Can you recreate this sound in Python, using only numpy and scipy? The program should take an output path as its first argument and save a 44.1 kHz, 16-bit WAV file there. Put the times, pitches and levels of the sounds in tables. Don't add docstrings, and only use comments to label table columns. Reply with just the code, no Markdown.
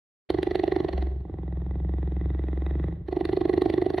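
import sys
import numpy as np
from scipy import signal
from scipy.fft import rfft, irfft, next_fast_len
from scipy.io import wavfile
from scipy.ndimage import uniform_filter1d

SR = 44100
rng = np.random.default_rng(int(sys.argv[2]) if len(sys.argv) > 2 else 0)


def inscribe(sig):
    pcm = np.round(np.clip(np.atleast_2d(sig).T, -1, 1) * 32767)
    wavfile.write(sys.argv[1], SR, pcm.astype(np.int16))


N = 176400
PULSE_TIME = np.arange(-1400, 1800) / SR


def amp(db):
    return 10 ** (np.asarray(db) / 20)


def at_pitch(table, hz):
    row_hz, value = np.transpose(table)
    return np.interp(np.log(hz + 1), np.log(row_hz + 1), value)


def add(mix, start_s, sound):
    part = mix[..., max(round(start_s * SR), 0):][..., :sound.shape[-1]]
    part += sound[..., :part.shape[-1]]


def unit_pulse(x):
    return x / np.sqrt(np.sum(x ** 2) * 23 / SR + 1e-20)


def colour(x, table, size=4096):
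    log_gain = np.log(amp(at_pitch(table, abs(np.fft.fftfreq(size, 1 / SR)))))
    spectrum = np.exp(np.conj(signal.hilbert(log_gain)))
    taps = np.fft.ifft(spectrum).real[:size // 2]
    return signal.oaconvolve(np.atleast_2d(x), taps[None] / np.linalg.norm(taps), axes=1)[:, :N]


def swell(at_s, rise_s, fall_s):
    t = PULSE_TIME - at_s
    return np.exp(-(np.minimum(t, 0) / rise_s) ** 2 - np.maximum(t, 0) / fall_s)


def air(likeness=0.83):
    shared, side = rng.standard_normal((2, N))
    return np.sqrt((1 + likeness) / 2) * shared + np.sqrt((1 - likeness) / 2) * np.array([side, -side])


def muffled(x):
    return signal.sosfilt(signal.butter(2, 1500, fs=SR, output="sos"), x)


# frequency in Hz, seconds to fade by 60 dB.
ECHO_FADE = [(100, 0.55), (350, 1), (2000, 0.72), (12000, 0.29)]


def enclosure(x, delay_s=0.0072):
    count = SR // 40
    echoes = np.zeros((2, SR))
    arrivals = round(delay_s * SR) + 20 * np.arange(count) + rng.integers(0, 20, (2, count))
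    np.put_along_axis(echoes, arrivals, rng.choice([-1., 1.], arrivals.shape), 1)
    hz, t, bands = signal.stft(echoes, SR, nperseg=256)
    likeness = at_pitch([(200, 1.0), (400, 0.69), (800, 0.13)], hz)[:, None]
    bands[1] = likeness * bands[0] + np.sqrt(1 - likeness ** 2) * bands[1]
    fade = amp(-60 * t / at_pitch(ECHO_FADE, hz)[:, None])
    tail = signal.istft(bands * fade, SR, nperseg=256)[1]
    return signal.fftconvolve(x, tail / np.linalg.norm(tail[0]), axes=1)[:, :N]


# time in seconds, level in dB.
BREATH_LEVEL = [(0.301, -52), (1.0, -47.5), (1.201, -59), (2.849, -50.5), (3.05, -64), (3.3, -52.5)]
# frequency in Hz, relative level in dB.
BREATH_COLOUR = [(330, 0.5), (800, -8), (1300, -19.5), (2000, -18), (2400, -29.5), (3800, -26), (4500, -40),
                 (15000, -55)]


def breath():
    level_db = np.interp(np.arange(N) / SR, *np.transpose(BREATH_LEVEL))
    return amp(level_db) * colour(air(), BREATH_COLOUR)


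# time in seconds, relative strength in dB.
HUM_PUSH = [(.3, -36.5), (.86, -38), (.93, -24), (1.03, -29.5), (1.22, -43), (1.4, -32), (1.85, -28.5),
            (2.5, -29.5), (2.88, -27), (2.93, -34), (4, -39)]
# time in seconds, pitch in Hz, push in dB compared with the deep hum's.
HUM_OVERTONE = [(1.4, 172, -9), (2.6, 168, -13), (2.74, 160, -5), (2.95, 160, -8)]


def hum(pulse_times, deep_hz=66.15, deep_width_hz=4.76, overtone_width_hz=12, lag_s=0.0048):
    t = np.arange(N) / SR
    pushes = np.zeros(N)
    for s in pulse_times:
        add(pushes, s + lag_s, amp([np.interp(s, *np.transpose(HUM_PUSH))]))
    ring = np.exp(-np.pi * deep_width_hz * t) * np.sin(2 * np.pi * deep_hz * t)
    deep = signal.oaconvolve(pushes, ring)[:N]
    row_s, hz, db = np.transpose(HUM_OVERTONE)
    spin = np.exp(2j * np.pi * np.cumsum(np.interp(t, row_s, hz)) / SR)
    decay = np.exp(-np.pi * overtone_width_hz / SR)
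    overtone = spin * signal.lfilter([1], [1, -decay], pushes * amp(np.interp(t, row_s, db)) / spin)
    return muffled(amp(2.0) * (deep + overtone.imag))


# frequency in Hz, relative level in dB.
CHEST_COLOUR = [(25, -34), (43, 1), (62, 1), (85, 6.5), (120, 1), (165, 2), (225, -14), (400, -26),
                (1500, -82.5)]


def chest(thumps, flutter):
    return muffled(colour(thumps + flutter * rng.standard_normal(N), CHEST_COLOUR))


# time in seconds, then relative levels in dB of the burst and of the knock.
WET_SNAPS = [(0.3037, -17.5, -18.5), (0.4311, -18.5, -23.5), (0.5555, -20.5, -23), (0.639, -26.5, -21),
             (3.2534, -20.5, -32.5), (3.62, -20.5, -28.5), (3.701, -22, -23)]


def wet_snaps(knock_hz=720):
    bursts, knocks = np.zeros((2, N))
    shape = swell(at_s=0, rise_s=.0019, fall_s=.0021)
    knock = shape * np.sin(2 * np.pi * knock_hz * PULSE_TIME)
    for s, burst_db, knock_db in WET_SNAPS:
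        add(bursts, s + PULSE_TIME[0], amp(burst_db) * shape)
        add(knocks, s + PULSE_TIME[0], amp(knock_db) * knock)
    bright = [(400, -26.5), (1050, 10), (2000, 6.5), (4300, 10.5), (5500, -18.5), (7500, -19.5),
              (9200, -16.5), (10300, -9), (13500, -28), (15500, -34.5)]
    return knocks + amp(-13.5) * colour(bursts * air(), bright)


def wet_air(grain_db=4.5):
    grain = uniform_filter1d(rng.standard_normal(N), size=30)
    gain = amp(grain_db * grain / grain.std())
    return air() * gain / np.sqrt(np.mean(gain ** 2))


def shifting_passage(x, depth_db=2.4):
    bands = signal.stft(x, nperseg=256)[2]
    patches = uniform_filter1d(rng.standard_normal(bands.shape[1:]), size=4, axis=0)
    patches = uniform_filter1d(patches, size=7, axis=1)
    gain = amp(depth_db * patches / patches.std())
    return signal.istft(bands * gain / np.sqrt(np.mean(gain ** 2)), nperseg=256)[1][:, :N]


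def rasp(puffs, rasp_colour):
    average = np.sqrt(abs(uniform_filter1d(puffs ** 2, size=1900)))
    treble_only = signal.butter(3, 9000, "highpass", fs=SR, output="sos")
    hiss = signal.sosfilt(treble_only, average * rng.standard_normal((2, N)))
    return shifting_passage(colour(puffs * wet_air() + amp(1.5) * hiss, rasp_colour))


def note(hz, glide, glide_s, loudness):
    settling = np.exp(np.clip((PULSE_TIME + glide_s) / glide_s * 2, -30, 30))
    turns = np.cumsum(hz * (1 + glide / (1 + settling))) / SR
    return loudness * np.cos(2 * np.pi * (turns - np.interp(0, PULSE_TIME, turns)))


def pulse_in(chance):
    detune = .028 * chance[0]
    throat_note = note(354 * (1 + detune), glide=0.033, glide_s=0.00054,
                       loudness=swell(at_s=0.00099, rise_s=0.004, fall_s=0.0046))
    mouth_note = note(735 * (1 - detune), glide=0.02, glide_s=0.009,
                      loudness=swell(at_s=-0.00092, rise_s=0.0024, fall_s=0.00086))
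    leak = amp(4 * chance[1]) * swell(at_s=-0.016 + 0.0032 * chance[2], rise_s=0.0045, fall_s=0.017)
    mouth_puff = swell(at_s=-0.00024, rise_s=0.0026, fall_s=0.0019) + 0.1 * leak
    rasp_puff = swell(at_s=-0.0016, rise_s=0.0067, fall_s=0.0027) + 0.13 * leak
    click_s, click_size = -0.0008 + .001 * chance[2], 0.55
    return throat_note, amp(-8.5) * unit_pulse(mouth_note), mouth_puff, rasp_puff, click_s, click_size


def pulse_out(chance):
    tuning = 1 + .014 * chance[0]
    throat_note = note(315 * tuning, glide=0.35, glide_s=0.0044,
                       loudness=swell(at_s=-0.0012, rise_s=0.0017, fall_s=0.0041))
    mouth_note = note(760 * tuning, glide=0.12, glide_s=0.005,
                      loudness=swell(at_s=-0.0032, rise_s=0.001, fall_s=0.0028))
    opening = swell(at_s=-0.0024, rise_s=0.0075, fall_s=0.0021)
    closing = swell(at_s=0.026, rise_s=0.0066, fall_s=0.015)
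    mouth_puff, rasp_puff = opening + closing / 2, opening + 0.55 * closing
    click_s, click_size = -0.0044, 1.3
    return throat_note, amp(-3.5) * unit_pulse(mouth_note), mouth_puff, rasp_puff, click_s, click_size


def voice_box_times(rate, end_s):
    t = np.arange(rate[0][0], end_s, 1 / SR)
    cycles = np.cumsum(np.interp(t, *np.transpose(rate))) / SR
    return np.interp(np.arange(int(cycles[-1]) + 1), cycles, t)


# frequency in Hz, relative level in dB.
MOUTH_COLOUR = [(150, -33), (300, -4.5), (540, -7.5), (770, -2), (900, -26), (1080, -11.5), (1300, -30),
                (4000, -69)]


def stroke(rate, strength, pulse, rasp_colour, end_s, thump_lead_s, flutter_db):
    notes, mouth_puffs, rasp_puffs, clicks, thumps, flutter = np.zeros((6, N))
    row_s, *levels = np.transpose(strength)
    times = voice_box_times(rate, end_s)
    tick = unit_pulse(np.ones(1))
    flutter_shape = unit_pulse(swell(at_s=0, rise_s=0.045, fall_s=0.048))
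    played = []
    for s, (late, loud, raspy, heavy, *chance) in zip(times, rng.standard_normal((len(times), 7))):
        throat_db, mouth_db, rasp_db, thump_db = [np.interp(s, row_s, db) for db in levels]
        throat_note, mouth_note, mouth_puff, rasp_puff, click_s, click_size = pulse(chance)
        s += .0003 * late
        played.append(s)
        start = s + PULSE_TIME[0]
        add(notes, start, amp(throat_db + .7 * loud) * unit_pulse(throat_note))
        add(notes, start, amp(mouth_db + 1.2 * raspy) * mouth_note)
        add(mouth_puffs, start, amp(mouth_db + .7 * loud) * unit_pulse(mouth_puff))
        rasp_gain = amp(rasp_db + 1.2 * raspy) / np.hypot(1, click_size)
        add(rasp_puffs, start, rasp_gain * unit_pulse(rasp_puff))
        add(clicks, s + click_s, rasp_gain * click_size * tick)
        thump = amp(thump_db + .7 * heavy) * tick
        add(thumps, s - thump_lead_s, thump)
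        add(thumps, s - thump_lead_s + 0.02323, 0.16 * thump)
        add(flutter, start, amp(thump_db + flutter_db) * flutter_shape)
    mouth = amp(-5.5) * colour(mouth_puffs * air(), MOUTH_COLOUR)
    voice = notes + mouth + rasp(rasp_puffs, rasp_colour) + colour(clicks, rasp_colour)
    return voice + chest(thumps, flutter), played


def softer_hiss(table, cut_db):
    return [(hz, db - cut_db * (hz > 6000)) for hz, db in table]


# time in seconds, pulses per second.
FIRST_IN_RATE = [(0.3045, 23.48), (0.43, 23.73), (0.52, 24.45), (0.68, 23.5), (0.8, 24.44), (0.95, 21.9),
                 (1.23, 21.79)]
OUT_RATE = [(1.2552, 22.48), (1.45, 21.49), (1.85, 21.98), (2.2, 21.9), (2.55, 22.08), (2.8, 22.79),
            (2.94, 24.43)]
SECOND_IN_RATE = [(3.0889, 24.58), (3.25, 23.89), (3.31, 25.62), (3.42, 24.04), (3.6, 24.46), (3.68, 25.11),
                  (3.85, 23.83), (3.92, 26.12), (4, 23.32)]
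# time in seconds, then relative levels in dB of the
FIRST_IN_STRENGTH = [(0.302, -27, -32, -48.5, -39), (0.468, -28, -34.5, -48, -45.5),
                     (0.601, -27, -36.5, -44.5, -45.5), (0.849, -26, -34, -49.5, -39),
                     (0.94, -43.5, -37, -50, -60), (1.029, -36.5, -42, -51, -65),
                     (1.131, -48.5, -61, -77, -43)]
OUT_STRENGTH = [(1.25, -45.5, -54.5, -76, -42), (1.36, -41, -52.5, -68, -42),
                (1.649, -46.5, -53.5, -65.5, -37), (1.92, -40.5, -52, -64.5, -36.5),
                (2.25, -39.5, -53.5, -60.5, -36), (2.698, -39, -50.5, -55, -40.5),
                (2.871, -37, -51, -55.5, -33.5), (2.93, -44.5, -55, -66.5, -38.5),
                (2.97, -53, -74, -92.5, -38)]
SECOND_IN_STRENGTH = [(3.09, -33.5, -40, -56, -53.5), (3.17, -26, -34, -54.5, -40.5),
                      (3.252, -31, -39, -47.5, -44), (3.33, -26, -35.5, -50, -42),
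                      (3.6, -24.5, -33, -47, -42.5), (3.83, -24.5, -34, -49, -42.5),
                      (3.94, -30.5, -36, -50.5, -49.5), (3.99, -29, -28, -37.5, -39)]
# frequency in Hz, relative level in dB.
IN_RASP_COLOUR = [(500, -52), (1000, -15), (1250, -0.5), (1600, 0), (1970, 15.5), (2200, 0.5), (3200, -1.5),
                  (3550, 1.5), (3850, -2), (4250, 4), (4700, -12), (5200, -20), (5900, -14.5),
                  (7000, -57.5), (8100, -24.5), (8900, -42.5), (10200, -16), (11500, -34.5), (12900, -22.5),
                  (15000, -60.5)]
OUT_RASP_COLOUR = [(500, -43.5), (1050, 7), (1650, 3), (1980, 17.5), (2200, -3.5), (2550, 0), (2900, -12),
                   (3400, -2), (3850, 0), (4300, -38.5), (9300, -34.5), (12000, -54)]


def purr():
    sounds, times = zip(
        stroke(FIRST_IN_RATE, FIRST_IN_STRENGTH, pulse_in, softer_hiss(IN_RASP_COLOUR, cut_db=7),
               end_s=1.23, thump_lead_s=.005, flutter_db=-1),
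        stroke(OUT_RATE, OUT_STRENGTH, pulse_out, OUT_RASP_COLOUR,
               end_s=3.03, thump_lead_s=-0.0032, flutter_db=-4),
        stroke(SECOND_IN_RATE, SECOND_IN_STRENGTH, pulse_in, softer_hiss(IN_RASP_COLOUR, cut_db=3.5),
               end_s=4.0, thump_lead_s=0.0043, flutter_db=0.5))
    return sum(sounds), np.concatenate(times)


def scene():
    purring, pulse_times = purr()
    cheetah = purring + wet_snaps()
    return cheetah + amp(-14) * enclosure(cheetah) + hum(pulse_times) + breath()


# frequency in Hz, left level minus right level in dB.
LEFT_RIGHT_BALANCE = [(160, 0), (260, -1.5), (400, -4.5), (710, -4.8), (1160, -4), (1910, -1)]


def record(dry):
    fade_in = np.clip((np.arange(N) / SR - .289) / .004, 0, 1)
    low_cut = signal.butter(3, 36, "highpass", fs=SR, output="sos")
    x = signal.sosfilt(low_cut, dry * fade_in)
    size = next_fast_len(N + 4096)
    lean_db = at_pitch(LEFT_RIGHT_BALANCE, np.fft.rfftfreq(size, 1 / SR)) / 2
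    stereo = irfft(rfft(x, size) * amp([lean_db, -lean_db]), size)[:, :N]
    high_cut = signal.firwin(511, 15400, window=("kaiser", 9), fs=SR)
    return signal.oaconvolve(stereo, high_cut[None], "same")


dry = scene()
out = record(dry)
inscribe(out)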